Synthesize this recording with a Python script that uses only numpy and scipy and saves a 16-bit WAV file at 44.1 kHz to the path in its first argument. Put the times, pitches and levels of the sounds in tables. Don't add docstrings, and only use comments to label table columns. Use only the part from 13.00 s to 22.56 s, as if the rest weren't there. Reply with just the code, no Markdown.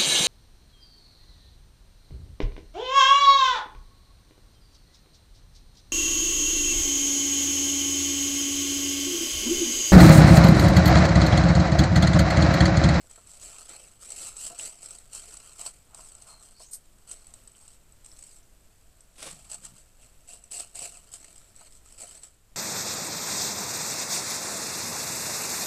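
import sys
import numpy as np
from scipy import signal
from scipy.io import wavfile
from scipy.ndimage import uniform_filter1d, map_coordinates

SR = 44100
rng = np.random.default_rng(int(sys.argv[2]) if len(sys.argv) > 2 else 0)


def dump_mix(stems):
    frames = np.atleast_2d(stems).T
    limited = np.clip(frames, -1, 1)
    pcm = np.round(limited * 32767).astype(np.int16)
    wavfile.write(sys.argv[1], SR, pcm)


N = 421585
TIME = np.arange(N) / SR

# (frequency [Hz], relative density [dB])
CREASE_SPECTRUM = [(300, -28), (2000, -29.5), (2800, -19.5), (3450, -23), (4400, -17.5), (6900, -16),
                   (7950, -14), (9400, -15.5), (10500, -21.5), (12400, -27), (14200, -38)]
# (frequency [Hz], relative density [dB])
SHEET_SPECTRUM = [(150, -18.5), (290, -7), (400, -1.5), (850, -2), (1400, -4.5), (1750, -9), (2300, -2.5),
                  (3150, -6), (3500, -9), (4500, -1), (8000, -13.5)]
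# (frequency [Hz], width [Hz], height [dB])
PARCEL_MODES = [(646, 200, 6.5), (1330, 230, 7.5), (2630, 135, 4.5), (3134, 107, 8.5), (4300, 550, 7.5)]
# (frequency [Hz], width [Hz], height [dB])
BRIGHT_RING = [(8200, 1800, 8)]
# (time [s], frequency [Hz])
BEND_PITCH = [(0.7, 7900), (2.15, 7970), (3.3, 8130), (6.5, 7960)]

ATTACK_S, CREASE_RELEASE_S, SHEET_RELEASE_S = .028, .025, .032


def amp(db):
    return 10 ** (np.asarray(db) / 20)


def unit(x):
    return x / np.sqrt(np.mean(x ** 2) + 1e-20)


def curve(rows, axis=1):
    rows = np.asarray(rows)
    return np.interp(TIME, rows[:, 0], rows[:, axis])


def stroke(rows, axis=1):
    during = (TIME > rows[0][0]) * (TIME < rows[-1][0])
    return amp(curve(rows, axis)) * during


def add(mix, s, sound):
    part = mix[max(round(s * SR), 0):][:len(sound)]
    part += sound[:len(part)]


def ring(x, response):
    return signal.oaconvolve(x, response)[:len(x)]


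def colour(points, peaks=(), size=4096):
    hz = abs(np.fft.fftfreq(size, 1 / SR))
    f, db = np.transpose(points)
    db = np.interp(np.log(hz + 1), np.log(f), db)
    for centre, width, height in peaks:
        db = db + height / (1 + (2 * (hz - centre) / width) ** 2)
    spectrum = np.exp(np.conj(signal.hilbert(np.log(amp(db)))))
    response = np.fft.ifft(spectrum).real
    half = size // 2
    if np.sum(response[:half] ** 2) <= np.sum(response[half:] ** 2):
        response = response[::-1]
    return response[:half] / np.linalg.norm(response)


def noise(points, peaks=(), size=4096):
    return unit(ring(rng.standard_normal(N), colour(points, peaks, size=size)))


def wander(per_s):
    knots = np.arange(0, TIME[-1] + 1, 1 / per_s)
    return unit(np.interp(TIME, knots, rng.standard_normal(len(knots))))


def resonate(x, hz, width):
    turn = np.exp(2j * np.pi * np.cumsum(hz * np.ones(len(x))) / SR)
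    r = np.exp(-np.pi * width / SR)
    smoothed = signal.lfilter([1 - r], [1, -r], x / turn + 1e-18)
    return 2 * (turn * smoothed).real


def brighten(x, hz, width=450, ring_db=14):
    return x + amp(ring_db) * resonate(x, hz, width)


def facet(decay_s, scatter, size=700):
    t = np.arange(size) / SR
    waves = rng.standard_normal(size) * np.exp(-t / decay_s)
    waves *= scatter / np.linalg.norm(waves)
    waves[0] += 1
    return waves / np.linalg.norm(waves)


def buckles(level_db, per_s=2200, thinning=.5, spread_db=2.5, clump_db=2):
    rate = per_s * amp(thinning * (level_db + 45.5))
    sizes_db = spread_db * np.minimum(rng.exponential(1, N), 4.5) + clump_db * wander(170)
    signs = rng.choice([-1, 1], N)
    return amp(sizes_db) * signs * (rng.random(N) < rate / SR)


def scattered(clicks, top_hz, ring_s, scatter, tone, scatter_s=.002, size=640):
    fall = np.exp(-2 / (scatter_s * SR))
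    energy = signal.lfilter([1 - fall], [1, -fall], clicks ** 2)
    waves = rng.standard_normal(N) * np.sqrt(energy)
    at, step = np.flatnonzero(clicks)[:, None], np.arange(size)
    hz = top_hz * rng.random(N)[at]
    dying = np.exp(-step / (ring_s * SR)) * (1 - step / size)
    dying *= np.sqrt(2) / np.linalg.norm(dying)
    notes = clicks[at] * dying * np.sin(2 * np.pi * hz * step / SR)
    notes = np.bincount((at + step).ravel(), notes.ravel(), N)[:N]
    return clicks + scatter * waves + tone * notes


def paced(x, size=1400):
    power = uniform_filter1d(uniform_filter1d(x ** 2, size), size // 2)
    return x / np.sqrt(abs(power) + 1e-4 * np.mean(x ** 2))


def avalanche(length_s, spread_db=4.5, size=1500):
    t = np.arange(size) / SR
    signs, sizes = rng.standard_normal((2, size))
    return signs * amp(spread_db * sizes) * np.exp(-(t / length_s) ** 2)


def whistle(hz, waver=0.01, waver_per_s=450):
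    pitch = hz * (1 + waver * wander(waver_per_s))
    return unit(np.sin(2 * np.pi * np.cumsum(pitch) / SR))


def open_air(level_db=-56.5, waver_db=.8):
    # (frequency [Hz], relative density [dB])
    air_spectrum = [(20, 4.5), (45, -1.5), (100, -10), (300, -20.5), (560, -22), (680, -21.5), (850, -26),
                    (1350, -26.5), (2000, -29.5), (6300, -31.5), (7500, -25.5), (7950, -29), (8500, -29),
                    (10500, -33.5), (14500, -32)]
    return noise(air_spectrum, size=16384) * amp(level_db + waver_db * wander(5))


def flurry(hold, release_s, sag_db_per_s=3.5, settle_db=-12, settle_s=.078):
    t = TIME[:SR] - ATTACK_S / 2
    rise = np.clip(t / ATTACK_S + .5, 0, 1)
    sag = amp(-sag_db_per_s * (np.minimum(t, hold) - hold / 2))
    after = np.maximum(t - hold, 0)
    settling = amp(settle_db) * np.exp(-after / settle_s)
    return rise * sag * np.hypot(np.exp(-after / release_s), settling)


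def handling(grip_flex_db=-8, uneven_db=1.0, uneven_per_s=70):
    # (time [s], crease level [dB])
    grip_levels = [(0, -62), (0.85, -52), (0.96, -64), (1.5, -48.5), (2.05, -60.5), (2.4, -53.5),
                   (2.82, -69), (3.2, -57.5), (3.95, -70), (4.2, -59), (4.85, -71.5), (6.1, -69.5),
                   (6.4, -55.5), (6.9, -68), (8.04, -62.5), (8.25, -54), (9.15, -80.5)]
    # (time [s], hold [s], crease level [dB], flexing sheet level [dB])
    squeezes = [(0.099, 0.077, -55, -62.5), (0.267, 0.11, -54, -84), (0.409, 0.053, -44, -56.5),
                (0.478, 0.14, -50.5, -58.5), (0.691, 0.057, -49.5, -53), (1.012, 0.16, -47.5, -59.5),
                (1.155, 0.13, -40.5, -54), (1.383, 0.091, -38.5, -64), (1.591, 0.077, -38.5, -52.5),
                (1.817, 0.035, -45.5, -57), (1.884, 0.085, -51, -62.5), (2.128, 0.046, -39.5, -56),
                (2.182, 0.15, -50, -59.5), (2.439, 0.15, -54, -63.5), (2.587, 0.032, -42, -52),
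                (2.649, 0.013, -38.5, -52.5), (2.956, 0.14, -51.5, -73), (3.265, 0.04, -50.5, -67),
                (3.393, 0.07, -54, -76), (3.598, 0.035, -49.5, -82), (4.08, 0.05, -45.5, -58.5),
                (4.552, 0.19, -57.5, -70.5), (5.043, 0.095, -57, -70), (5.165, 0.21, -55.5, -73),
                (6.195, 0.13, -53, -68), (6.499, 0.044, -44, -55), (6.632, 0.023, -45, -56),
                (6.752, 0.06, -57, -68.0), (7, 0.061, -58, -65.5), (7.275, 0.068, -47, -58.5),
                (7.517, 0.058, -38, -54), (7.584, 0.018, -37, -48), (7.756, 0.014, -39, -51),
                (7.803, 0.056, -38, -49.5), (7.913, 0.06, -50, -58), (8.127, 0.0084, -40, -59),
                (8.56, 0.11, -54.5, -62), (8.708, 0.065, -56, -71), (8.853, 0.15, -57, -68),
                (8.985, 0.045, -43, -54.5), (9.069, 0.11, -50, -59.5), (9.224, 0.02, -46.5, -59.5)]
    grip_db = curve(grip_levels)
    creases, sheet = amp(grip_db) ** 2, amp(grip_db + grip_flex_db) ** 2
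    for start, hold, crease_db, flex_db in squeezes:
        onset = start - ATTACK_S / 2
        add(creases, onset, (amp(crease_db) * flurry(hold, CREASE_RELEASE_S)) ** 2)
        add(sheet, onset, (amp(flex_db) * flurry(hold, SHEET_RELEASE_S)) ** 2)
    uneven = uneven_db * wander(uneven_per_s)
    return 10 * np.log10(creases) + uneven, 10 * np.log10(sheet) + uneven


def crinkle(crease_db=-0.88, sheet_db=-0.55, grit_db=-18):
    # (frequency [Hz], width [Hz], gain before cupping [dB])
    hollow_notes = [(707, 55, 1), (2790, 150, 6)]
    # (time [s], gain [dB])
    cupped_gain = [(6.2, -13), (7.2, 8), (7.9, 8), (8.8, -27)]
    level_db, flex_db = handling()
    clicks = buckles(level_db)
    creases = scattered(clicks, top_hz=14000, ring_s=.002, scatter=.55, tone=.6)
    creases = brighten(ring(creases, colour(CREASE_SPECTRUM)), curve(BEND_PITCH))
    sheet = scattered(clicks, top_hz=3600, ring_s=.006, scatter=1.8, tone=1.3)
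    sheet = ring(sheet, colour(SHEET_SPECTRUM, PARCEL_MODES))
    hollow = sum(amp(db) * resonate(sheet, hz, width) for hz, width, db in hollow_notes)
    sheet = paced(sheet + amp(curve(cupped_gain)) * hollow, size=2200)
    grit = unit(np.diff(rng.standard_normal(N + 1)))
    bright = paced(creases) + amp(grit_db) * grit
    return amp(level_db + crease_db) * bright + amp(sheet_db + flex_db) * sheet


def folds(x, echo=0.36, delay_s=0.000595, shifts_per_s=11):
    delay = delay_s * 2 ** (wander(shifts_per_s) / 2)
    reflected = map_coordinates(x, [(TIME - delay) * SR])
    return (x + echo * reflected) / np.hypot(1, echo)


def knocks(focus_db_per_octave=12, size=4000):
    # (time [s], peak level [dB], frequency around which the wood rings most [Hz])
    dull_knocks = [(0.044, -53, 520), (0.178, -46.5, 990), (1.504, -41.5, 450), (1.526, -42.5, 450),
                   (2.662, -40, 900), (2.99, -45, 950), (3.603, -45, 680), (6.226, -40, 500),
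                   (6.258, -44, 380), (7.818, -41, 720), (8.613, -49, 1050), (9.032, -43.5, 417)]
    # (frequency [Hz], width [Hz], relative level [dB])
    wood_modes = [(360, 130, -4.5), (550, 81, 4.5), (697, 53, 6.5), (978, 115, 9.5), (1294, 59, 5)]
    out, t = np.zeros(N), np.arange(size) / SR
    for s, db, centre_hz in dull_knocks:
        chance = rng.standard_normal((len(wood_modes), 2))
        knock = np.zeros(size)
        for (hz, width, mode_db), (level_chance, pitch_chance) in zip(wood_modes, chance):
            off_focus_db = focus_db_per_octave * abs(np.log2(hz / centre_hz))
            gain = amp(mode_db + 1.25 * level_chance - off_focus_db)
            tone = np.sin(2 * np.pi * hz * (1 + 0.029 * pitch_chance) * t)
            knock += gain * np.exp(-np.pi * width * t) * tone
        knock = ring(knock, facet(0.0071, 2.5))
        add(out, s, amp(db) * knock / abs(knock).max())
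    return out


def at_peak(x, db, size=100):
    return amp(db) * x / (2 * np.sqrt(uniform_filter1d(x ** 2, size).max()))


def snaps(sheet_db=-9, facet_db=9, facet_width=700, run_s=.016, run_growth=.31, size=2048):
    # (time [s], approximate peak level [dB])
    loud_buckles = [(0.1113, -36.5), (0.315, -38.5), (0.692, -34.5), (0.762, -36), (1.1026, -28.5),
                    (1.1193, -25), (1.1952, -33), (1.2672, -30), (1.3668, -29.5), (1.4648, -25),
                    (1.587, -26), (1.595, -28), (1.8297, -34), (1.8587, -29), (1.907, -31), (1.984, -38),
                    (2.1479, -30.5), (2.339, -34.5), (2.3685, -33), (2.612, -30), (2.662, -24),
                    (2.9453, -33), (3.1194, -39), (3.15, -34.5), (3.2208, -36), (3.509, -43.5),
                    (4.1121, -28), (4.2675, -37.5), (4.3383, -33.5), (4.4742, -37), (4.5171, -44),
                    (4.6785, -37), (4.9215, -43.5), (5.0454, -41), (5.0604, -37), (5.1891, -39.5),
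                    (5.224, -36), (5.2374, -36), (5.2664, -41), (6.006, -42.5), (6.227, -30.5),
                    (6.311, -33.5), (6.4995, -35.5), (6.5146, -26.5), (6.543, -25.5), (6.6505, -30.5),
                    (7.4386, -36.5), (7.5188, -29), (7.5966, -25), (7.7536, -28), (7.789, -25.5),
                    (8.1369, -27.5), (8.2442, -37), (8.3594, -40), (8.3789, -38.5), (8.5619, -37.5),
                    (8.9231, -39), (9.017, -31.5), (9.2328, -33)]
    # (lowest [Hz], highest [Hz])
    facet_range = (3800, 7180)
    out, ring_hz = np.zeros(N), curve(BEND_PITCH)
    dull = colour(SHEET_SPECTRUM, PARCEL_MODES)
    for s, db in loud_buckles:
        run = avalanche(run_s * amp(run_growth * db))
        note = (rng.uniform(*facet_range), facet_width, facet_db)
        bright = colour(CREASE_SPECTRUM, [*BRIGHT_RING, note])
        snap = brighten(signal.fftconvolve(run, bright)[:size], ring_hz[round(s * SR)])
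        snap += amp(sheet_db) * signal.fftconvolve(run, dull)[:size]
        add(out, s + .0005, at_peak(snap, db))
    return out


def pings(decay_s=0.0014, size=900):
    # (time [s], peak level [dB], pitch [Hz])
    taut_facets = [(1.596, -30.5, 2900), (4.551, -49, 3100), (5.1163, -44, 5340), (5.4295, -53, 6070),
                   (6.286, -40.5, 1930), (8.2445, -43.5, 2080)]
    out, t = np.zeros(N), np.arange(size) / SR
    for s, db, hz in taut_facets:
        note = np.exp(-t / decay_s) * np.sin(2 * np.pi * hz * t)
        ping = ring(note, facet(0.004, 0.89))
        add(out, s, amp(db) * ping / abs(ping).max())
    return out


def rasp(hz, width, stick_db):
    drive = rng.standard_normal(N)
    resonant = resonate(resonate(drive, hz, width), hz, width)
    return unit(paced(resonant) * amp(stick_db * wander(270)))


def slide(stick_db=3.5, drag_db=-3.0, scrape_width=1000, waver=.013, tone_db=-5):
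    # (time [s], level before drag_db [dB])
    drag_levels = [(2.88, -70), (2.97, -55.5), (3.1, -66.5), (3.25, -71), (3.28, -56), (3.5, -72),
                   (3.585, -91), (3.605, -59), (3.65, -89)]
    # (frequency [Hz], relative density [dB])
    board_spectrum = [(250, -28), (680, 1.5), (1080, 5), (1800, -10), (2600, -13), (5000, -31)]
    # (time [s], level [dB])
    squeak_levels = [(3.26, -76), (3.305, -57), (3.4, -69), (3.48, -75), (3.535, -83), (3.555, -60),
                     (3.6, -65), (3.66, -74)]
    # (time [s], frequency [Hz])
    squeak_pitch = [(3.45, 4210), (3.56, 4380)]
    # (time [s], pitch [Hz], level [dB])
    scrape_path = [(3.555, 4350, -67), (3.615, 5150, -59), (3.65, 5950, -60), (3.675, 6600, -57),
                   (3.725, 7200, -64)]
    drag = noise(board_spectrum, PARCEL_MODES) * unit(amp(stick_db * wander(200)))
    squeak = whistle(curve(squeak_pitch), waver) * unit(amp(stick_db * wander(200)))
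    scrape_hz = curve(scrape_path)
    scrape = rasp(scrape_hz, scrape_width, stick_db) + amp(tone_db) * whistle(scrape_hz, 2 * waver)
    out = amp(drag_db) * stroke(drag_levels) * drag
    out += stroke(squeak_levels) * squeak
    return out + stroke(scrape_path, axis=2) * unit(scrape)


def slip(stick_db=3, hiss_db=-6, catch_s=0.0025, size=2048):
    # (time [s], level of the tones [dB])
    slip_levels = [(3.709, -64), (3.714, -45), (3.728, -46), (3.735, -36), (3.757, -41), (3.764, -53),
                   (3.782, -60)]
    # (frequency [Hz], relative level [dB])
    edge_tones = [(8150, 2), (8950, -3), (10000, -15), (11680, -11), (12650, -22)]
    # (frequency [Hz], relative density [dB])
    edge_spectrum = [(3400, -27), (4500, -13), (8500, -6), (14500, -17)]
    # (time [s], peak level [dB])
    catches = [(3.7335, -28.5), (3.747, -29)]
    tones = unit(sum(amp(db + stick_db * wander(250)) * whistle(hz) for hz, db in edge_tones))
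    out = (tones + amp(hiss_db) * noise(edge_spectrum)) * stroke(slip_levels)
    edge = colour(edge_spectrum, BRIGHT_RING)
    for s, db in catches:
        catch = signal.fftconvolve(avalanche(catch_s), edge)[:size]
        add(out, s, amp(db) * catch / abs(catch).max())
    return out


def leaves():
    # (time [s], level [dB])
    crunch_levels = [(6.156, -62), (6.18, -57), (6.185, -49.5), (6.22, -47.5), (6.229, -39.5), (6.24, -44),
                     (6.264, -41.5), (6.315, -49), (6.335, -57.5), (6.42, -68.5)]
    # (frequency [Hz], relative density [dB])
    litter_spectrum = [(250, -1), (1350, -1.5), (1700, -6), (2400, -0.5), (5000, -2), (9200, 3.5),
                       (14000, -19)]
    clicks = buckles(curve(crunch_levels), per_s=5000)
    cracks = scattered(clicks, top_hz=6000, ring_s=.002, scatter=1.0, tone=.5)
    return paced(ring(cracks, colour(litter_spectrum))) * stroke(crunch_levels)


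def creak(jitter_per_hz=.0007, jitter_per_s=160, uneven_db=4.0):
    # (time [s], mean slip rate [1/s], level [dB])
    creak_path = [(6.23, 155, -67), (6.335, 160, -55.5), (6.37, 140, -55.5), (6.43, 134, -64),
                  (6.5, 66, -73), (6.64, 61, -58), (6.74, 61, -58.5), (6.79, 50, -80)]
    # (frequency [Hz], relative density [dB])
    seat_spectrum = [(55, -1), (185, 2), (250, -5), (400, -20), (700, -29)]
    rate = curve(creak_path)
    turns = np.cumsum(rate * (1 + jitter_per_hz * rate * wander(jitter_per_s))) / SR
    slips = np.diff(np.floor(turns), prepend=0)
    slips = slips * amp(uneven_db * wander(jitter_per_s)) / np.sqrt(rate)
    return unit(ring(slips, colour(seat_spectrum))) * stroke(creak_path, axis=2)


def surroundings(x, wet_db=-9.0, t60=0.11, size=11000):
    t = np.arange(size) / SR
    tail = rng.standard_normal(size) * amp(-60 * t / t60) * (t > .004)
    return x + amp(wet_db) * ring(x, tail / np.linalg.norm(tail))


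def scene():
    foil = folds(crinkle()) + snaps() + pings()
    boards = knocks() + slide() + slip()
    handled = foil + boards + leaves() + creak()
    return (surroundings(handled) + open_air())[None]


def record(dry, cutoff_hz=14300):
    low_pass = signal.firwin(401, cutoff_hz, window=("kaiser", 8), fs=SR)
    return signal.oaconvolve(dry, low_pass[None], "same")


dry = scene()
out = record(dry)
dump_mix(out)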